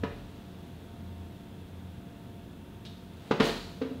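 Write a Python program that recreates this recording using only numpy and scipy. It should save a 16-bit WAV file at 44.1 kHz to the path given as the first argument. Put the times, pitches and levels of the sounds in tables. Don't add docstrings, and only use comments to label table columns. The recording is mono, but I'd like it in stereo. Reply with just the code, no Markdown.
import sys
import numpy as np
from scipy import signal
from scipy.fft import rfft, irfft
from scipy.io import wavfile
from scipy.ndimage import uniform_filter1d

SR = 44100
rng = np.random.default_rng(int(sys.argv[2]) if len(sys.argv) > 2 else 0)


def master_out(mix):
    frames = np.transpose(np.atleast_2d(mix))
    ceiling = np.clip(frames, -1, 1)
    pcm = np.round(ceiling * 32767).astype(np.int16)
    wavfile.write(sys.argv[1], SR, pcm)


N = 176400


def table_knocks():
    # start in seconds, board, frame and clack strength in dB, push length in seconds,
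    # treble cutoff in Hz.
    knocks = [(0.034, -17.5, -32.5, -23.5, 0.0027, 3400), (3.3084, -10.5, -39, -15, 0.0049, 4300),
              (3.3989, -14.5, -51, -14.5, 0.0026, 5040), (3.4033, -8.5, -25.5, -14.5, .003, 5100),
              (3.813, -30.5, -19.5, -25, 0.0083, 3770), (3.851, -30, -24.5, -34, 0.015, 3500),
              (3.905, -27, -22.5, -57, 0.015, 690), (3.951, -56, -32, -58, 0.0074, 302)]
    # pitch in Hz, level in dB, fade time in seconds.
    board_tones = [(131.5, -16, 0.24), (160.4, -12, 0.2), (206, -4, 0.078), (242, 2.5, 0.051),
                   (355, -25.5, 0.45), (378, -15.5, 0.23), (443, 1, 0.05), (480, -23, 0.22),
                   (570, -16, 0.3), (643, -27.5, 0.15), (723, -25, 0.35), (816, -34, 0.84), (953, -25, 0.4),
                   (1002, -16, 0.24), (1192, -21.5, 0.14), (1272, -21, 0.24)]
    frame_tones = [(258.5, 0, 0.18), (269, -5, 0.12), (457.4, 9, 0.048), (499, -1, 0.063)]
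    # frequency in Hz, level in dB.
    clack_shape = [(50, -22), (150, -12), (400, 4), (800, 0.5), (1400, 0), (2400, -8), (3900, -8),
                   (5500, -16), (9000, -23), (15000, -22)]
    t, rings, clacks = clock(), 0, 0
    board, frame = ring(board_tones), ring(frame_tones)
    for start, board_db, frame_db, clack_db, push_s, cutoff_hz in knocks:
        push = np.minimum(t / push_s, 1) / 2
        body = push * (undb(board_db) * board + undb(frame_db) * frame)
        clack = undb(clack_db) * push * noise(clack_shape) * fade(t, fade_s=0.086)
        rings = rings + at(cut(body + 1e-18, cutoff_hz, "low"), start)
        clacks = clacks + at(cut(clack + 1e-18, cutoff_hz, "low"), start)
    return rings, clacks


def cushion():
    # frequency in Hz, level in dB.
    squash_shape = [(60, -26), (160, -4), (450, 5.5), (1000, -5.5), (2200, -11.5), (4200, -7), (5600, -20),
                    (8500, -27.5), (15000, -38)]
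    rasp_shape = [(2500, -15), (5000, 0), (7000, 5.5), (9500, -1.5), (12000, -2), (15000, -2.5)]
    start_s, rise_s, hold_s = 3.405, 0.034, 0.022
    rasp_peak_s, rasp_width_s = 3.466, 0.033
    t = clock() - start_s
    press = np.clip(t / rise_s, 0, 1) * fade(t - rise_s - hold_s, fade_s=0.33)
    drag = np.exp(-((clock() - rasp_peak_s) / rasp_width_s) ** 2)
    return undb(-30.5) * press * crinkles(squash_shape) + undb(-48) * drag * crinkles(rasp_shape)


def floor():
    # start in seconds, strength in dB.
    shudders = [(0.098, -43), (3.383, -40), (3.50, -46)]
    # pitch in Hz, level in dB, fade time in seconds.
    floor_tones = [(43, 0.5, 0.77), (54.3, -12, 0.16)]
    boom = cut(ring(floor_tones) + 1e-18, 80, "low")
    boom = cut(boom, 28, "high", order=4)
    return sum(at(undb(db) * boom, start) for start, db in shudders)


def cover_crackle():
    # frequency in Hz, level in dB.
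    crackle_shape = [(500, -25), (1500, -14), (2600, -9), (3700, 3.5), (5000, -11.5), (7500, -21),
                     (15000, -36)]
    crackle = undb(-46) * crinkles(crackle_shape) * fade(clock(), fade_s=0.17)
    return at(crackle, start_s=2.851)


def clothes():
    # time in seconds, level in dB.
    rustle_levels = [(0, -58.5), (.3, -62), (2.2, -69.5), (3.0, -73), (3.25, -55), (3.7, -58), (4, -63)]
    # frequency in Hz, level in dB.
    rustle_shape = [(300, 3), (900, 0), (2200, -10), (4000, -7.5), (5500, -17.5), (15000, -28.5)]
    return swell(rustle_levels) * crinkles(rustle_shape)


def room(sound):
    # band centre in Hz, level in dB, fade time in seconds.
    bands = [(60, -25, .4), (150, -1.5, 0.53), (295, -6.5, 0.57), (605, -3, 0.37), (1200, -3.5, 0.55),
             (2470, -3, 0.62), (5000, -2.5, 0.8), (12000, -4.5, 0.9)]
    build_s, echo_db = 0.012, 1
    hz, db, fade_times = np.array(bands).T
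    t, echo = clock(), 0
    spectrum = rfft(rng.standard_normal(N))
    for share, band_db, fade_s in zip(np.eye(len(hz)), db, fade_times):
        band = irfft(spectrum * np.interp(log_frequencies(), np.log(hz), share), N)
        tail = np.minimum(t / build_s, 1) ** 2 * fade(t, fade_s)
        echo = echo + undb(band_db) * band * tail / np.sqrt(np.sum(tail ** 2))
    return undb(echo_db) * signal.fftconvolve(sound, echo)[:N]


def ventilation():
    # frequency in Hz, level in dB.
    rumble_shape = [(15, -52), (25, -13), (91, -2), (139, -3.5), (227, -3), (253, -7.5), (282, -9.5),
                    (415, -15.5), (701, -21.5), (1000, -28.5), (1300, -68), (2200, -120)]
    vent_shape = [(700, -2), (1000, -1), (1270, -0.5), (1550, -1), (2000, -5), (2400, -6.5), (2720, -2),
                  (3000, -6.5), (3400, -1), (4000, -8), (4500, -13.5), (5500, -15.5), (8000, -17),
                  (15500, -17)]
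    # time in seconds, level in dB.
    drone_levels = [(0, -42), (.6, -61), (1.05, -47), (1.6, -53), (1.95, -48), (2.3, -64), (3.2, -53.5),
                    (4, -58)]
    # pitch in Hz, level in dB.
    fan_tones = [(183, -55.5), (285.3, -59.5), (360.7, -63.5), (450, -68.5), (689.1, -63.5), (915.2, -69)]
    rumble = undb(-47) * cut(noise(rumble_shape), 1030, "low", order=4)
    hiss = undb(-59.5) * noise(vent_shape)
    drone = swell(drone_levels) * tone(hz=87.2, waver=0.68)
    hum = sum(undb(db) * tone(hz, waver=0.25) for hz, db in fan_tones)
    return rumble + hiss + drone + hum


def ring(tones):
    t = clock()
    return sum(undb(db) * np.sin(2 * np.pi * hz * t) * fade(t, fade_s) for hz, db, fade_s in tones)


def crinkles(shape, clicks_per_s=9000, spread_db=3.5):
    clicks = (rng.random(N) < clicks_per_s / SR) * rng.standard_normal(N)
    sizes = undb(spread_db * rng.standard_normal(N))
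    return colour(clicks * sizes, shape)


def noise(shape):
    return colour(rng.standard_normal(N), shape)


def tone(hz, waver):
    drift = 1 + waver * (wander() + 1j * wander())
    return unit(np.real(drift * np.exp(2j * np.pi * hz * clock())))


def wander(steps_per_s=6.744):
    width = int(SR / steps_per_s)
    steps = np.repeat(rng.standard_normal(N // width + 1), width)
    return unit(uniform_filter1d(uniform_filter1d(steps, width), width)[:N])


def colour(x, shape):
    hz, db = np.array(shape, float).T
    gain = undb(np.interp(log_frequencies(), np.log(hz), db))
    return unit(irfft(rfft(x) * gain, N))


def cut(x, hz, kind, order=2):
    return signal.sosfilt(signal.butter(order, hz, kind, fs=SR, output="sos"), x)


def swell(levels):
    times, db = np.array(levels).T
    return undb(np.interp(clock(), times, db))


def fade(t, fade_s):
    return np.exp(-np.log(1000) * np.maximum(t, 0) / fade_s)


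def at(x, start_s):
    return np.concatenate([np.zeros(int(start_s * SR)), x])[:N]


def undb(db):
    return 10 ** (np.asarray(db) / 20)


def unit(x):
    return x / np.sqrt(np.mean(x ** 2))


def clock():
    return np.arange(N) / SR


def log_frequencies():
    return np.log(np.maximum(np.arange(N // 2 + 1) * SR / N, 1))


def scene():
    rings, clacks = table_knocks()
    noises = clacks + cushion() + clothes() + cover_crackle()
    echo = room(noises + undb(-4.5) * rings)
    mono = rings + noises + echo + floor() + ventilation()
    return np.array([mono, mono])


def record(dry):
    # frequency in Hz, level in dB.
    hiss_shape = [(30, -8), (200, -18), (1000, -28), (3800, -37), (5500, -4), (15000, -2.5)]
    top_hz = 15750
    hiss = undb(-70.5) * noise(hiss_shape)
    heard = cut(dry, 28, "high") + np.array([hiss, -hiss])
    return signal.sosfilt(signal.ellip(14, .2, 70, top_hz, fs=SR, output="sos"), heard)


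dry = scene()
out = record(dry)
master_out(out)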